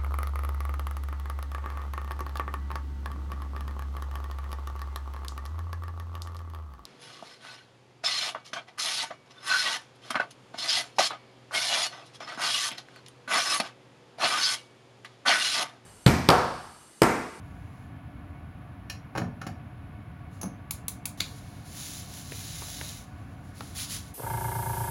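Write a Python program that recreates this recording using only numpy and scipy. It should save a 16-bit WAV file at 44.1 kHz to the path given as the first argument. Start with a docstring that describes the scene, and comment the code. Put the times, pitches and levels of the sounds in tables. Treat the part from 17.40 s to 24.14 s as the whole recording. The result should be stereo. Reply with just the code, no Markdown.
"""Saucepan on a gas stove

An enamel saucepan knocks onto its grate in a tiled kitchen: shaped noise bursts drive decaying modes.
The ignition button clicks in, three sparks snap, filtered noise hisses as gas and the button springs back.
Stock granules slide from a paper sachet as dense random grains; it is tapped, then rustles away.
An extractor fan hums below as noise in duct resonances."""
import sys
import numpy as np
from scipy import signal
from scipy.fft import rfft, irfft, next_fast_len
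from scipy.io import wavfile

SR = 44100
rng = np.random.default_rng(int(sys.argv[2]) if len(sys.argv) > 2 else 0)


def master(y):
    """Save y as 16-bit WAV."""
    cut = np.clip(np.atleast_2d(y).T, -1, 1)
    pcm = np.round(cut * 32767)  # scale
    wavfile.write(sys.argv[1], SR, pcm.astype(np.int16))


N = 297234
TIME = np.arange(N) / SR  # s
SIZE = next_fast_len(N + SR, real=True)  # room for filter tails
FREQ = np.maximum(np.fft.rfftfreq(SIZE, 1 / SR), 1)  # Hz


def undb(db):
    """Logarithmic level: decibels to amplitude gain."""
    return 10 ** (np.asarray(db) / 20)


def contour(points, hz=FREQ):
    """Spectral envelope: (f/Hz, value) points joined by straight lines on a log-frequency axis."""
    f, value = np.transpose(points)
    return np.interp(np.log(hz), np.log(f), value)


def lift(resonances):
    """Resonance: the summed dB curve of bell-shaped peaks or hollows (f/Hz, width/Hz, lift/dB)."""
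    return sum(db / (1 + (2 * (FREQ - hz) / width) ** 2) for hz, width, db in resonances)


def colour(x, db):
    """Linear filtering: weight the spectrum of a long sound by a dB value for each frequency."""
    return irfft(rfft(x, SIZE) * undb(db), SIZE)[..., :N]


def unit(x):
    """Normalization: scale to rms 1."""
    return x / np.sqrt(np.mean(x ** 2))


def walk(rate):
    """Slow modulation: random knots, rate per second, joined linearly; typical spread 0.6."""
    knots = rng.standard_normal(N // 100)
    return 0.71 * np.interp(TIME * rate, np.arange(len(knots)), knots)


def gesture(start, length, attack, release):
    """Amplitude envelope: rounded attack and release (s) within the length; they overlap if it is short."""
    rise = np.clip((TIME - start) / attack, 0, 1)
    fall = np.clip((start + length - TIME) / release, 0, 1)
    return (np.sin(np.pi / 2 * rise) * np.sin(np.pi / 2 * fall)) ** 2


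def crack(rise_s, *spectra, size=8192, alike=.6):
    """Impact excitation: a brief rough contact, minimum-phase filtered by the struck parts' spectra."""
    t = np.arange(size) / SR
    hz = np.maximum(np.fft.rfftfreq(size, 1 / SR), 1)
    swell = t / rise_s * np.exp(1 - t / rise_s)  # peaks at rise_s
    # the direct sound reaches both microphones; near reflections differ
    shared = np.sqrt(alike) * rng.standard_normal(size)
    separate = np.sqrt(1 - alike) * rng.standard_normal((2, size))
    contact = rfft(swell * (shared + separate))
    # so short a blow drives all frequencies fairly evenly: flatten part of the random spectrum
    uneven = np.sqrt(.5 + .5 * abs(contact) ** 2 / np.sum(swell ** 2))
    target = undb(sum(contour(s, hz) for s in spectra))
    # folding the cepstrum onto positive times makes the filter causal
    cepstrum = irfft(np.log(target / uneven))
    cepstrum[:, 1:size // 2] *= 2
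    cepstrum[:, size // 2 + 1:] = 0
    return irfft(contact * np.exp(rfft(cepstrum)))


def place(events):
    """Superposition: add (t/s, sound) pairs on the stereo time line."""
    out = np.zeros((2, SIZE))
    for s, sound in events:
        start = int(s * SR)
        out[:, start:start + sound.shape[1]] += sound
    return out[:, :N]


def grains(per_s, spread_db, smooth):
    """Shot noise: dense tiny impacts of uneven size over a smooth rubbing hiss."""
    hits = rng.random(N) < per_s / SR
    strength = undb(spread_db * np.minimum(rng.exponential(size=N), 4))
    impacts = unit(hits * strength * rng.standard_normal((2, N)))
    hiss = smooth * rng.standard_normal((2, N))
    return unit(impacts + hiss)


# spectrum of the fan's air noise: (f/Hz, level/dB)
FAN_TONE = [(22, -57), (45, -29), (90, -18), (160, -25), (270, -32), (400, -46.5), (700, -38),
            (1700, -47.5), (2600, -50.5), (4200, -63), (6300, -72.5), (9000, -67.5), (12500, -68),
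            (15500, -76)]
# resonances of the fan and its duct: (f/Hz, width/Hz, lift/dB)
DUCT = [(109.5, 5.9, 2), (287.2, 15.3, 8), (342, 73, 2), (440, 42, 5.5), (597, 5, 7.5), (721, 37, 7.5),
        (845, 41, -6), (1132, 47, 8), (1480, 56, 8.5), (1720, 66, 6.5), (2210, 23, 12.5)]


def fan():
    """Turbulence noise: steady moving air excites the resonances of the extractor duct."""
    air = colour(rng.standard_normal((2, N)), contour(FAN_TONE) + lift(DUCT))
    waver_db = .2 * walk(3)
    return air * undb(waver_db)


# spectrum of the gas hiss, before its envelope: (f/Hz, level/dB)
GAS_TONE = [(400, -48.5), (1200, -54.5), (2500, -54), (4000, -49), (5500, -53), (8000, -52), (10500, -53.5),
            (15500, -62)]
GAS_OPEN_S, VALVE_S = 3.772, 0.0044  # opening time and rise time
RUSH_S, RUSH_RELEASE_S, RUSH_DB = 0.24, 0.19, 0
FLAME_DB, FLAME_SETTLE_DB_PER_S = -0.5, 6


def burner():
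    """Jet noise: gas rushes through the jet, then settles to a steadily quieter, fluttering flame."""
    hiss = colour(rng.standard_normal((2, N)), contour(GAS_TONE))
    since = np.maximum(TIME - GAS_OPEN_S, 0)
    rush = undb(RUSH_DB) * gesture(GAS_OPEN_S, RUSH_S, VALVE_S, RUSH_RELEASE_S)
    flame = undb(FLAME_DB - FLAME_SETTLE_DB_PER_S * since) * np.minimum(since / VALVE_S, 1)
    flutter = undb(1.3 * walk(29))
    return hiss * (rush + flame) * flutter


# ignition button going in: (t/s, thud level/dB, rattle level/dB, latch click level/dB)
PRESS = [(3.013, -14, -2, 6), (3.023, 1, 0, -4), (3.03, 5, 7, 4.5), (3.038, 5, 9, -2), (3.056, -8, 5, -6)]
# spectrum of the button going in: (f/Hz, level/dB)
PRESS_TONE = [(40, -49), (100, -36), (200, -9.5), (330, -27), (550, -27), (1100, -32), (2200, -44),
              (4000, -43.5), (5600, -40), (6350, -25), (7100, -46), (9300, -40), (10700, -27), (12000, -44),
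              (15500, -43)]
# spectrum of a spark, before its gain: (f/Hz, level/dB)
SPARK_TONE = [(300, -52), (1100, -34), (1700, -47), (2300, -33), (3000, -36.5), (4000, -32.5),
              (5200, -36.5), (6800, -30), (8000, -23.5), (9700, -24.5), (11000, -28), (13000, -27),
              (15300, -30)]
# button springing back, a scrape and then the stop: (t/s, contact rise/s, gain/dB)
RELEASE = [(3.8027, .001, 5), (3.8054, .0006, 15.3)]
# spectrum of the button springing back, before its gain: (f/Hz, level/dB)
RELEASE_TONE = [(100, -50), (300, -35), (700, -33), (1100, -29), (1600, -32), (2200, -22.5), (2850, -25.5),
                (3600, -20), (4500, -18.5), (5200, -31.5), (8000, -27.5), (12000, -34.5), (15500, -40)]
# resonances of the steel front panel around the igniter: (f/Hz, width/Hz, lift/dB)
PANEL = [(2250, 250, 1.5), (2750, 150, 2), (3020, 200, -4), (3500, 200, 2), (3880, 200, 2.5)]
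# the igniter fires at a steady rate
FIRST_SPARK_S, SPARK_PERIOD_S, SPARK_COUNT, SPARK_GAIN_DB = 3.308, 0.1735, 3, 10


def igniter(press_rise_s=0.002, spark_rise_s=0.0015):
    """Impulsive excitation: latch blows, spark snaps and the spring's return sound through the panel."""
    press = place((s, crack(press_rise_s, PRESS_TONE, [(220, thud), (900, rattle), (4000, click)]))
                  for s, thud, rattle, click in PRESS)
    sparks = place((FIRST_SPARK_S + k * SPARK_PERIOD_S,
                    undb(SPARK_GAIN_DB) * crack(spark_rise_s, SPARK_TONE))
                   for k in range(SPARK_COUNT))
    release = place((s, undb(db) * crack(rise_s, RELEASE_TONE)) for s, rise_s, db in RELEASE)
    return colour(press + sparks + release, lift(PANEL))


# finger taps: (t/s, hollow knock level/dB, knock pitch f/Hz, paper snap level/dB, snap pitch f/Hz)
TAPS = [(4.9197, -20, 480, -20.5, 2100), (5.22, -20, 650, -20.5, 1200), (5.412, -17, 620, -16.5, 1750),
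        (6.2064, -16.5, 880, -29, 3100)]
# spectrum of a knock or snap of the sachet: (multiple of its pitch, level/dB)
TAP_TONE = [(.2, -14), (.65, -9), (1, -1), (1.55, -6), (2.2, -16), (8, -29)]


def fingers(knock_rise_s=0.0022, snap_rise_s=0.0012):
    """Impact sound: each dry tap knocks the hollow sachet and makes its paper snap."""
    def tap(rise_s, db, hz):
        """Scaling: one spectral shape moved to the given pitch and level."""
        return undb(db) * crack(rise_s, np.multiply(TAP_TONE, (hz, 1)))

    return place((s, tap(knock_rise_s, knock_db, knock_hz) + tap(snap_rise_s, snap_db, snap_hz))
                 for s, knock_db, knock_hz, snap_db, snap_hz in TAPS)


# tilts letting granules slide: (t/s, length/s, level/dB, mean share falling into the pan 0-1)
TILTS = [(4.265, .5, -40, 0), (4.639, .33, -41, 0), (4.828, 0.88, -40.5, .75)]
# spectral shape of sliding granules: (f/Hz, relative level/dB)
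POUR_TONE = [(500, -48), (1200, -47.5), (2200, -41), (3200, -37.5), (3900, -35.5), (4700, -37),
             (7300, -34.5), (10000, -37), (12500, -41), (15500, -44.5)]
# notes of the empty pan under falling granules: (f/Hz, width/Hz, lift/dB)
PAN_PATTER = [(1710, 130, 4), (2050, 90, 3), (2450, 140, 3), (3800, 200, 5), (4100, 150, 3.5)]
# strokes of sleeve and paper as the arm moves: (t/s, length/s, level before the rub gain/dB)
STROKES = [(0, 0.53, -75), (2.89, .15, -66), (3.932, 0.091, -50), (4.22, .24, -55), (5.786, 0.076, -64),
           (5.883, 0.082, -64), (6.008, 0.15, -66), (6.123, 0.27, -55.5), (6.334, .16, -37),
           (6.465, .15, -37.5), (6.552, 0.2, -56.5)]
# spectral shape of rubbing fibres: (f/Hz, relative level/dB)
RUSTLE_TONE = [(600, -48), (1200, -38), (2500, -34), (3800, -29), (6000, -31.5), (8000, -28.5),
               (10500, -31), (12500, -36), (15500, -40.5)]
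SLIDE_ATTACK_S, SLIDE_RELEASE_S = 0.16, 0.28
STROKE_ATTACK_S, STROKE_RELEASE_S = 0.056, 0.09


def sachet(rub_gain_db=4.0, flow_db=0.2, catch_db=1.2):
    """Granular friction: granules slide over paper and patter into the pan; paper and sleeve rub."""
    granules = grains(per_s=2600, spread_db=2.4, smooth=.8)
    fibres = grains(per_s=6000, spread_db=1.8, smooth=1)
    on_paper = unit(colour(granules, contour(POUR_TONE)))
    in_pan = unit(colour(granules, contour(POUR_TONE) + lift(PAN_PATTER)))
    # uneven dribbles vary the share that lands in the pan
    dribble = 1 + .5 * walk(14)
    pour = 0
    for s, length, db, falling in TILTS:
        share = np.clip(falling * dribble, 0, 1)
        mix = on_paper + share * (in_pan - on_paper)
        pour = pour + undb(db) * gesture(s, length, SLIDE_ATTACK_S, SLIDE_RELEASE_S) * mix
    rub = unit(colour(fibres, contour(RUSTLE_TONE)))
    motion = sum(undb(db) * gesture(s, length, STROKE_ATTACK_S, STROKE_RELEASE_S)
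                 for s, length, db in STROKES)
    return pour * undb(flow_db * walk(40)) + rub * motion * undb(rub_gain_db + catch_db * walk(90))


# pan meets grate: (t/s, contact rise/s, stove-top thud level/dB, iron clank level/dB, clank centre f/Hz,
# clank focus/dB, enamel tick level beside its peak/dB, tick pitch f/Hz)
PAN_KNOCKS = [(1.498, 0.0024, -27, 10, 2850, 10, 7, 4300), (1.7515, 0.0017, -7.5, 7, 950, 0, -8, 4300),
              (1.758, 0.0035, -4, 2, 900, 0, -8, 4750), (1.7745, 0.0022, 2, 3, 900, 3, 2.5, 4400),
              (1.779, .003, 7, 5, 1400, 1, 2, 6600), (1.797, .004, -1, -3.5, 700, 1, -15, 5600),
              (1.817, 0.0022, 3, 0, 1000, 1, -14, 5600), (1.8434, 0.0012, 4, -3.5, 700, 0, -17, 5600),
              (2.0146, .0026, -12, 8, 1300, 10, -4, 6220), (2.066, 0.0031, -1, 2.5, 700, 6, -1, 4750)]
# spectrum of a knock, to which the drive is added: (f/Hz, level/dB)
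PAN_BODY = [(60, -35), (110, -6.5), (300, -17), (700, -19.5), (1300, -22.5), (1900, -24.5), (2800, -31.5),
            (3600, -34), (6500, -37), (11000, -41), (15500, -49)]
# ring of the pan on its grate: (f/Hz, relative level/dB, t60/s)
PAN_MODES = [(110.4, 2, .33), (164, -8, .28), (194.3, -6, 0.31), (241, -7, .25), (284, -7, .24),
             (440, -13, .28), (523, -10, .22), (575, -10, .24), (690, -6, .24), (782, -10, .22),
             (1000, -11, .13), (1325, -6, .09), (1480, -1, .06), (1770, -2, .09), (2220, -7.5, .06),
             (2500, -4, .09), (2840, -6, .06), (3150, -5, .05), (4050, -10, .08), (5200, -10, .06),
             (5480, -7, .06), (5600, -4, .055), (7020, -9, .04)]
# broad resonances and hollows of the enamel wall: (f/Hz, width/Hz, lift/dB)
PAN_WALL = [(465, 94, -3.5), (1775, 110, 7), (1970, 180, -9), (2540, 200, 2.5), (3450, 250, -5),
            (4350, 200, 1), (5560, 260, 2.5), (5980, 250, -6)]
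CLANK_SPAN = 1.3  # frequency ratio from the clank's centre at which it has fallen by its focus
TICK_SPAN, TICK_LIFT_DB = 1.06, 7  # half-width (frequency ratio) and height of the enamel tick's peak
MODE_SCATTER_DB = 1.5  # each point of contact favours different modes
CHOKE = 0.17  # dB of ring lost for each dB of thud: the weight of the pan damps it


def pan(rattle_t60=0.17, rattle_db=-42, ring_db=-45):
    """Modal synthesis: each knock shakes stove top and loose grate and sets decaying pan modes ringing."""
    t = TIME[:SR // 2]
    blows, rings = [], []
    for s, rise_s, thud, clank, clank_hz, focus, tick, tick_hz in PAN_KNOCKS:
        # where and how hard it lands decides which parts answer
        drive = [(220, thud),
                 (clank_hz / CLANK_SPAN, clank - focus),
                 (clank_hz, clank),
                 (clank_hz * CLANK_SPAN, clank - focus),
                 (tick_hz / TICK_SPAN, tick),
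                 (tick_hz, tick + TICK_LIFT_DB),
                 (tick_hz * TICK_SPAN, tick)]
        blows.append((s, crack(rise_s, PAN_BODY, drive)))
        modes = np.zeros(len(t))
        for hz, db, t60 in PAN_MODES:
            mode_db = db + contour(drive, hz) + MODE_SCATTER_DB * rng.standard_normal()
            modes += undb(mode_db - 60 * t / t60) * np.sin(2 * np.pi * (hz * t + rng.random()))
        # a grazed pan rings freely, one pressed on the iron is choked
        onset = 1 - np.exp(-t / rise_s)
        rings.append((s, undb(ring_db - CHOKE * thud) * onset * modes[None]))
    blows = colour(place(blows), lift(PAN_WALL))
    rattle = undb(rattle_db - 60 * t / rattle_t60) * rng.standard_normal((2, len(t)))
    return blows + signal.fftconvolve(blows, rattle, axes=1)[:, :N] + place(rings)


# reverberation time of the kitchen: (f/Hz, t60/s)
KITCHEN_T60 = [(150, 0.46), (500, 0.41), (2000, 0.21), (6000, 0.25), (14000, 0.15)]


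def kitchen(x, wet_db, size=256):
    """Reverberation: tiles close by return a short diffuse tail, which lasts longest in the bass."""
    hz, t, noise = signal.stft(rng.standard_normal((2, SR // 2)), SR, nperseg=size)
    decay = undb(-60 * t / contour(KITCHEN_T60, np.maximum(hz, 1))[:, None])
    tail = signal.istft(noise * decay, SR)[1]
    tail = tail * (TIME[:tail.shape[1]] > .002)  # no reflection in the first 2 ms
    tail = undb(wet_db) * unit(tail) / np.sqrt(tail.shape[1])
    return x + signal.fftconvolve(x, tail, axes=1)[:, :N]


def scene():
    """Superposition: stove and sachet with their room tails, over the fan."""
    stove = kitchen(pan() + burner() + sachet(), wet_db=-3.0)
    button = kitchen(igniter(), wet_db=-4.0)
    taps = kitchen(fingers(), wet_db=-8.0)
    return stove + button + taps + fan()


# level difference between the microphones: (f/Hz, left minus right level/dB)
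BALANCE_DB = [(100, -.5), (1200, -1), (2500, -0.5), (4200, -3.5), (6000, -3), (7300, 1), (10000, 0)]
TOP_HZ = 16100  # upper band limit


def record(dry):
    """Interchannel coherence: a stereo pair alike in bass and top treble, wide between, band-limited."""
    left, right = rfft(dry, SIZE)
    # (f/Hz, likeness 0-1)
    likeness = contour([(200, .98), (300, 0.81), (450, 0.056), (1200, 0.25),
                        (5000, 0.034), (6500, 0.3), (8000, 1.0)])
    right = likeness * left + np.sqrt(1 - likeness ** 2) * right
    # above 5650 Hz the right channel lags by one more turn of phase every 5150 Hz
    turn = 2 * np.pi * np.maximum(FREQ - 5650, 0) / 5150
    right = right * np.exp(-1j * turn)
    balance = undb(np.outer([.5, -.5], contour(BALANCE_DB)))
    pair = irfft(np.array([left, right]) * balance, SIZE)[:, :N]
    return signal.sosfilt(signal.ellip(8, .2, 70, TOP_HZ, fs=SR, output="sos"), pair)


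dry = scene()
out = record(dry)
master(out)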